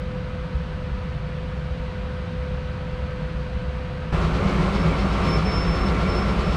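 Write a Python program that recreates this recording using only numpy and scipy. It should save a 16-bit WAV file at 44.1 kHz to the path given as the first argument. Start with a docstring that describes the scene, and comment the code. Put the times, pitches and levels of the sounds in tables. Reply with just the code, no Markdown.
"""Freight yard in two views

First an electric locomotive with container wagons some way off: shaped noise gives the rumble and blower
rush, damped low modes the dull thuds, and sines the blower tone and a faint whine.
After a hard cut a twelve-cylinder diesel shunter creeps past between container stacks: harmonics and pulsed
noise make its exhaust and clatter, with pipe booms, a low throb, a gear whine, a breathy whistle, a chuffing
air compressor and a wheel that squeals in fits."""
import sys
import numpy as np
from scipy import signal
from scipy.fft import rfft, irfft
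from scipy.io import wavfile
from scipy.ndimage import uniform_filter1d

SR = 44100
rng = np.random.default_rng(int(sys.argv[2]) if len(sys.argv) > 2 else 0)


def generate_wav(signal):
    """Clip the signal to [-1, 1] and save it as 16-bit WAV at the path in sys.argv[1]."""
    frames = np.transpose(np.atleast_2d(signal))
    scaled = np.clip(frames, -1, 1) * 32767
    pcm = np.round(scaled).astype(np.int16)
    wavfile.write(sys.argv[1], SR, pcm)


N = 289296
TIME = np.arange(N) / SR  # [s]

# Ground rumble of the train: (frequency [Hz], density [dB per Hz])
RUMBLE_SPECTRUM = [(8, -74), (20, -66), (31, -58.5), (48, -51), (62, -45), (72, -48), (88, -52.5),
                   (105, -56.5), (128, -53), (165, -50.5), (195, -57.5), (240, -65.5), (340, -74.5),
                   (700, -114)]
# Air rush of the motor blowers: (frequency [Hz], density [dB per Hz])
RUSH_SPECTRUM = [(200, -90), (330, -77), (420, -70.5), (540, -68.5), (640, -72.5), (700, -72.5),
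                 (850, -80.5), (1300, -75.5), (1750, -77), (2900, -81.5), (3550, -86), (3900, -86),
                 (4700, -90), (5100, -95), (6600, -101.5), (7250, -106.5), (8300, -105), (11500, -119),
                 (13500, -124), (15000, -135)]
# Resonances of the blower ducts: (centre [Hz], width [Hz], height [dB])
DUCT_RESONANCES = [(945, 120, 9), (1143, 104, 4.5), (1283, 26, 7), (1460, 52, 4), (1556, 39, 4.5),
                   (2460, 80, 2)]
# Blade tone of the blower, before flutter: (time [s], level [dB])
BLADE_LEVEL = [(0, -38.5), (0.11, -36.5), (0.42, -41), (1.2, -41.5), (2.3, -39), (2.45, -35.5), (2.7, -39),
               (3.25, -38.5), (3.5, -39), (4.12, -40)]
# Faint electric whine, before the gain whine_db: (frequency [Hz], level [dB])
WHINE_LINES = [(10680, -95), (10799, -96), (10917, -100), (13200, -104), (13318, -105)]
BLADE_HZ = 504.0
# The rush grows slowly as the train draws level
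RUSH_START_DB, RUSH_RISE_DB_PER_S = -0.5, 0.3


def electric_train(flutter_db=0.82, whine_db=2.0):
    """Broadband flow noise and tonal blade passing: rumble, rush through ducts, and a tone fluttering in open air."""
    rumble = evened(colour(rng.standard_normal(N), RUMBLE_SPECTRUM), share=0.49, window_s=0.027)
    air = echoes(rng.standard_normal(N), spread_s=0.03, echo_db=-19.5, count=5)
    rush_gain = from_db(RUSH_START_DB + RUSH_RISE_DB_PER_S * TIME)
    rush = rush_gain * colour(air, RUSH_SPECTRUM, DUCT_RESONANCES)
    blade_db = in_time(BLADE_LEVEL)
    blades = from_db(blade_db + flutter_db * drift(7.8)) * tone(BLADE_HZ)
    whine = sum(from_db(db + whine_db) * tone(hz + drift(20)) for hz, db in WHINE_LINES)
    return rumble + thuds() + rush + blades + whine


# Dull thuds: (start [s], envelope peak of the low mode [dB], envelope peak of the upper mode [dB])
THUD_ROWS = [(0.054, -33, -28), (0.251, -22.5, -40), (0.354, -38, -21.5), (0.415, -24, -36),
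             (0.546, -18, -27), (0.764, -24, -38), (0.917, -21, -32), (1.156, -29, -25),
             (1.298, -28, -25.5), (1.592, -38, -27), (1.714, -18.5, -36), (1.799, -21, -40),
             (1.888, -27, -30), (2.021, -25, -40), (2.157, -27, -40), (2.386, -25, -34),
             (2.511, -18.5, -23.5), (2.931, -20, -34), (3.022, -21, -38), (3.22, -23.5, -27),
             (3.353, -26, -32), (3.402, -38, -25), (3.543, -21, -28), (3.651, -21.5, -34)]
# Low modes in which every thud rings: (frequency [Hz], time to the envelope crest [s])
THUD_RESONANCES = [(62.3, 0.012), (150, 0.0053)]


def thuds():
    """Modal response: each thud sets two damped modes swinging for a few cycles, in a mix of its own."""
    out = np.zeros(N)
    age = np.arange(SR // 4) / SR
    swings = []
    for hz, crest_s in THUD_RESONANCES:
        envelope = age / crest_s * np.exp(1 - age / crest_s)
        swings.append(envelope * np.sin(2 * np.pi * hz * age))
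    for start, *modes_db in THUD_ROWS:
        first = int(start * SR)
        out[first:first + len(age)] += from_db(modes_db) @ np.array(swings)
    return out


# Engine load; the exhaust takes only a share of it: (time [s], level change [dB])
LOAD_CURVE = [(4.13, 0.6), (4.33, -0.5), (4.48, 1.2), (4.7, 1), (5.1, 0.4), (5.26, 3), (5.42, 0.6),
              (5.6, 0.5), (6.18, 1), (6.42, 0.5), (6.54, 0.5)]
CYCLE_HZ = 4.906  # four-stroke cycles per second


def diesel_shunter(hunt=0.0021, uneven_db=5.0, exhaust_share=0.59, cylinders=12):
    """Common excitation: one slightly hunting engine speed and one load drive both exhaust and clatter."""
    load_db = in_time(LOAD_CURVE)
    speed_hz = CYCLE_HZ * (1 + hunt * drift(1.0))
    fired = cylinders * np.cumsum(speed_hz) / SR  # running count of firings
    strength = from_db(uneven_db * rng.standard_normal(cylinders))
    firings = strength[fired.astype(int) % cylinders] * puffs(fired, crest_share=0.26)
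    engine = from_db(exhaust_share * load_db) * exhaust(speed_hz, firings)
    engine = engine + from_db(load_db) * clatter(firings)
    engine = engine + firing_throb(fired)
    return engine + wheel_squeal() + gear_whine() + engine_whistle() + compressor()


# Exhaust harmonics, before waver and load: (multiple of the cycle rate [1], level [dB])
EXHAUST_ORDERS = [(6, -46), (8, -41), (9, -41), (11, -45), (13, -42), (14, -39), (15, -41), (16, -39),
                  (17, -41), (18, -43), (19, -40), (21, -38), (23, -46), (30, -43), (32, -39), (33, -39),
                  (34, -38), (35, -44), (36, -43), (38, -38), (39, -41), (40, -41), (41, -40), (42, -43)]
# Turbulent exhaust gas: (frequency [Hz], density [dB per Hz])
GAS_SPECTRUM = [(8, -69), (25, -59), (45, -49), (62, -53), (80, -54), (105, -54), (135, -51.5),
                (152, -48.5), (165, -47), (178, -51), (200, -50), (222, -54.5), (240, -60), (400, -79)]


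def exhaust(speed_hz, firings, waver_db=1.0, gas_share=1.0):
    """Harmonic series: unequal cylinders sound multiples of the cycle rate; each firing also blows turbulent gas."""
    throb = sum(from_db(db + waver_db * drift(1.8)) * tone(order * speed_hz)
                for order, db in EXHAUST_ORDERS)
    gas = rng.standard_normal(N) * (1 + gas_share * firings)
    turbulence = evened(colour(gas, GAS_SPECTRUM), share=0.3, window_s=0.055)
    return throb + pipe_boom() + turbulence


# Booms of the exhaust pipe, before the gain boom_db and load: (crest time [s], level [dB], pitch [Hz])
BOOM_ROWS = [(4.14, -29, 163), (4.246, -24.5, 163), (4.45, -24, 187.4), (4.611, -22.5, 162.5),
             (4.761, -29.5, 197), (4.858, -22.5, 164), (5.042, -25, 188), (5.277, -22, 162.2),
             (5.419, -22, 159.6), (5.664, -19.5, 164), (5.857, -23.5, 190.8), (6.061, -24.5, 190.9),
             (6.16, -25, 163.8), (6.269, -24.5, 199), (6.367, -27.5, 164), (6.493, -24.5, 196.2)]


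def pipe_boom(boom_db=-1.3, wander_hz=5.015):
    """Pipe resonance: the strongest cylinders pump the air column, which booms unevenly with a wandering pitch."""
    wander = wander_hz * drift(11.9)
    booms = sum(swells([(crest, db)], rise_s=0.029, fall_s=0.033) * tone(hz + wander)
                for crest, db, hz in BOOM_ROWS)
    return from_db(boom_db) * booms


# Surges of the firing tone, before SURGE_SHARE: (crest time [s], level [dB])
SURGE_ROWS = [(4.357, -33), (4.884, -22), (5.133, -32), (5.372, -24), (5.695, -27), (5.901, -20),
              (6.267, -25), (6.367, -26)]
FIRING_DB, SURGE_SHARE = -28.5, 0.36  # steady level; share of each surge added to it
HUM_HZ, HUM_DB = 50.0, -33.5
BEAT_S = 5.36  # a moment when firing tone and hum are in step


def firing_throb(fired, waver_db=0.5):
    """Beating of two close tones: the firing tone against a steady low hum, with surges now and then."""
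    surge = SURGE_SHARE * swells(SURGE_ROWS, rise_s=0.02, fall_s=0.03)
    level = from_db(FIRING_DB + waver_db * drift(3)) + surge
    firing = level * np.cos(2 * np.pi * (fired - np.interp(BEAT_S, TIME, fired)))
    hum = from_db(HUM_DB) * np.cos(2 * np.pi * HUM_HZ * (TIME - BEAT_S))
    return np.sqrt(2) * (firing + hum)


# Engine clatter: (frequency [Hz], density [dB per Hz])
CLATTER_SPECTRUM = [(150, -89), (260, -62), (320, -61), (400, -57.5), (520, -57), (850, -64.5), (1250, -64),
                    (1700, -69.5), (2600, -71.5), (4500, -81), (7000, -92.5), (8600, -94.5), (11500, -108),
                    (14000, -114), (15700, -127)]
# Resonances of the bonnet and pipes: (centre [Hz], width [Hz], height [dB])
BONNET_RESONANCES = [(279, 27, 8), (314, 11, -5), (358, 28, 6), (676, 7.5, 2), (770, 70, 2), (840, 50, -1),
                     (935, 59, 2.5), (1070, 80, 5.5), (1161, 57, 5), (1220, 30, 3.5), (1250, 30, -1),
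                     (1300, 24, 1), (1330, 12, 4), (1436, 40, 4), (1510, 23, 0.5), (2100, 230, 2.5),
                     (2830, 41, -0.5), (3690, 50, -5), (3830, 160, 1), (4530, 50, 4)]


def clatter(firings, knock=0.11):
    """Forced vibration: knock and valve gear shake the bonnet; the container stacks throw the sound back."""
    blows = rng.standard_normal(N) * (1 + knock * firings)
    reflected = echoes(blows, spread_s=0.1, echo_db=-20, count=12)
    return colour(reflected, CLATTER_SPECTRUM, BONNET_RESONANCES)


# Fits of squeal, before grip and flicker:
# (start [s], length [s], peak level [dB], peak overtone drive [dB], pitch [Hz])
SQUEAL_FITS = [(4.76, 0.084, -51, -88, 5315), (4.965, .075, -51, -88, 5322), (5.07, .015, -54, -88, 5330),
               (5.12, .025, -51, -88, 5340), (5.24, .014, -41, -73, 5320),
               (5.286, 0.039, -36.5, -62.5, 5300), (5.31, 0.06, -36.5, -69, 5320),
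               (5.388, .016, -46, -77, 5290), (5.426, 0.013, -50, -88, 5280),
               (5.458, 0.088, -39.5, -79, 5315), (5.517, 0.12, -36, -84, 5309),
               (5.671, 0.039, -41, -69, 5306), (5.71, 0.086, -41, -77, 5300), (5.815, .018, -40, -84, 5327),
               (5.848, 0.026, -45, -86, 5315), (6.083, 0.085, -43.5, -76, 5300),
               (6.15, 0.061, -38, -68, 5295), (6.21, 0.021, -41.5, -88, 5325),
               (6.283, 0.023, -50.5, -79, 5350), (6.425, 0.08, -50, -81, 5295),
               (6.515, 0.029, -49, -81, 5320)]
# Overtones of the wheel: (ratio to the squeal pitch [1], level relative to the overtone drive [dB])
WHEEL_OVERTONES = [(2.002, 1.5), (2.516, -14)]
SINGING_DB = -61.5  # faint singing from the first fit onward
LOCKED_DB = -35.5  # reference level: the farther below it, the looser the grip


def wheel_squeal(sputter_per_db=0.038, jitter_hz=18, bite_flicker_db=4.0):
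    """Stick-slip oscillation: one wheel mode sings, purest when strong and sputtering when weak."""
    level = bite = weight = weighted_hz = 0
    for start, length, db, overtone_db, hz in SQUEAL_FITS:
        fit = squeal_envelope(start, length)
        level = np.maximum(level, from_db(db) * fit)
        bite = np.maximum(bite, from_db(overtone_db) * fit)
        weight = weight + fit
        weighted_hz = weighted_hz + fit * hz
    level = np.hypot(level, from_db(SINGING_DB) * (TIME > SQUEAL_FITS[0][0]))
    loose = np.clip(sputter_per_db * (LOCKED_DB - 20 * np.log10(level)), 0.13, 0.45)
    pitch = weighted_hz / weight + jitter_hz * loose * drift(56)
    overtones = sum(from_db(part_db + bite_flicker_db * drift(35)) * tone(ratio * pitch)
                    for ratio, part_db in WHEEL_OVERTONES)
    grip = np.abs(1 + loose * drift(35))
    return grip * (level * tone(pitch) + bite * overtones)


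SQUEAL_ATTACK_S, SQUEAL_RELEASE_S = 0.012, 0.013  # exponential time constants
CREST_SHARE, SWELL_DB, EASE_DB = 0.53, 2.5, 3  # crest position in the fit; rise to it; fall after it


def squeal_envelope(start, length):
    """Growth and decay of one oscillation: a quick catch, a swell to the crest, an easing and a ring-out; top 1."""
    age = TIME - start
    arch_db = np.interp(age / length, [0, CREST_SHARE, 1], [-SWELL_DB, 0, -EASE_DB])
    before = np.maximum(-age, 0) / SQUEAL_ATTACK_S
    after = np.maximum(age - length, 0) / SQUEAL_RELEASE_S
    return from_db(arch_db) * np.exp(-np.minimum(before + after, 20))


GEAR_HZ = 1354.0
GEAR_DB, GEAR_RISE_DB_PER_S = -44.5, 2  # level at the cut; its rise as the shunter nears


def gear_whine(flutter_db=1.8, waver_hz=1.63, rough_hz=3.4):
    """Tooth-mesh tone: meshing teeth give one thin line that wavers and is roughened by their backlash."""
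    level_db = GEAR_DB + GEAR_RISE_DB_PER_S * (TIME - CUT_S) + flutter_db * drift(15)
    return from_db(level_db) * tone(GEAR_HZ + waver_hz * drift(3.1) + rough_hz * drift(40))


# Breathy whistle in the engine noise: (time [s], level [dB])
WHISTLE_CURVE = [(4.13, -62), (4.38, -53), (4.57, -38.5), (4.75, -51), (4.9, -38.5), (5.02, -48),
                 (5.22, -46), (5.4, -43.5), (5.51, -41.5), (5.59, -52), (5.7, -44), (5.85, -49),
                 (6.08, -43), (6.5, -53)]
WHISTLE_HZ = 2268.0


def engine_whistle(width_hz=42, waver_hz=16):
    """Narrow-band noise: slow noise on two quadrature carriers of wandering pitch, likely the turbocharger."""
    level_db = in_time(WHISTLE_CURVE)
    phase = 2 * np.pi * np.cumsum(WHISTLE_HZ + waver_hz * drift(3.99)) / SR
    breath = drift(width_hz) * np.cos(phase) + drift(width_hz) * np.sin(phase)
    return from_db(level_db) * breath


# Strokes of the air compressor, before the gain chuff_db: (crest time [s], level [dB])
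STROKE_ROWS = [(4.236, -40.5), (4.357, -41), (4.488, -41.5), (4.619, -41), (4.75, -39.5), (4.873, -41.5),
               (4.999, -39.5), (5.13, -41), (5.262, -40), (5.39, -39), (5.531, -42), (5.643, -44),
               (5.769, -42), (5.887, -40.5), (6.022, -40.5), (6.153, -44), (6.286, -44), (6.403, -39.5),
               (6.54, -41)]


def compressor(chuff_db=-1.9, low_hz=2500, high_hz=4800):
    """Pulsed flow noise: the intake gasps once a stroke, as swells of band-limited noise."""
    band = signal.butter(2, [low_hz, high_hz], "band", fs=SR, output="sos")
    softened = signal.lfilter([1, 1], [1], rng.standard_normal(N))  # less treble
    air = signal.sosfilt(band, softened)
    return from_db(chuff_db) * swells(STROKE_ROWS, rise_s=0.018, fall_s=0.026) * rms_one(air)


def colour(x, spectrum, resonances=()):
    """Source-filter shaping: white excitation takes a density in dB per Hz plus humps; silent above the last point."""
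    hz = np.maximum(np.arange(N // 2 + 1) * SR / N, 1)
    points = np.array(spectrum)
    level_db = np.interp(np.log(hz), np.log(points[:, 0]), points[:, 1], right=-np.inf)
    for centre, width, db in resonances:
        level_db = level_db + db / (1 + (2 * (hz - centre) / width) ** 2)
    return irfft(rfft(rms_one(x)) * from_db(level_db), N) * np.sqrt(SR / 2)


def echoes(x, spread_s, echo_db, count):
    """Comb filtering by reflection: delayed copies from ground and steel walls join the direct sound."""
    out = x.copy()
    for when, size in rng.random((count, 2)):
        delay = int(SR * spread_s * (when + 0.1))
        out += from_db(echo_db) * (0.5 + size) * np.roll(x, delay)
    return out


def puffs(turns, crest_share):
    """Pulse train: one puff per whole turn, cresting at 1 after crest_share of it and dying away."""
    age = (turns % 1) / crest_share
    return age * np.exp(1 - age)


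def swells(rows, rise_s, fall_s):
    """Incoherent addition: a rounded swell for each (crest time [s], level [dB]), summed in power."""
    power = np.zeros(N)
    for crest, db in rows:
        age = TIME - crest
        slope_s = np.where(age < 0, rise_s, fall_s)
        power += from_db(db) ** 2 * np.exp(-np.minimum((age / slope_s) ** 2, 20))
    return np.sqrt(power)


def evened(x, share, window_s):
    """Envelope compression: takes a share of the chance swings out of a noise's level and keeps its power."""
    size = int(window_s * SR)
    power = uniform_filter1d(uniform_filter1d(x ** 2, size), size) + 1e-12
    return np.std(x) * rms_one(x / power ** (share / 2))


def drift(rate):
    """Low-passed noise: slow chance of rms 1 that changes about `rate` times a second."""
    hz = np.arange(N // 2 + 1) * SR / N
    return rms_one(irfft(rfft(rng.standard_normal(N)) / (1 + (hz / rate) ** 2), N))


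def tone(hz):
    """Phase as the integral of frequency: a sine of rms 1 that follows a pitch."""
    turns = np.cumsum(hz * np.ones(N)) / SR + rng.random()
    return np.sqrt(2) * np.sin(2 * np.pi * turns)


def in_time(rows):
    """Linear interpolation of a (time [s], level [dB]) curve, sample by sample."""
    times, levels = np.transpose(rows)
    return np.interp(TIME, times, levels)


def from_db(db):
    """Logarithmic level: decibels to an amplitude ratio."""
    return 10 ** (np.asarray(db) / 20)


def rms_one(x):
    """Power normalisation: scales a signal to rms 1."""
    return x / np.sqrt(np.mean(x ** 2) + 1e-20)


CUT_S = 4.124


def scene():
    """Linear crossfade: the first view gives way to the second within 8 ms."""
    second = np.clip((TIME - CUT_S) / 0.008 + 0.5, 0, 1)
    mix = (1 - second) * electric_train() + second * diesel_shunter()
    return mix[None]


CUTOFF_HZ = 15700


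def record(dry):
    """Band limiting: an elliptic low-pass cuts the top steeply."""
    lowpass = signal.ellip(10, 0.1, 80, CUTOFF_HZ, fs=SR, output="sos")
    return signal.sosfilt(lowpass, dry)


dry = scene()
out = record(dry)
generate_wav(out)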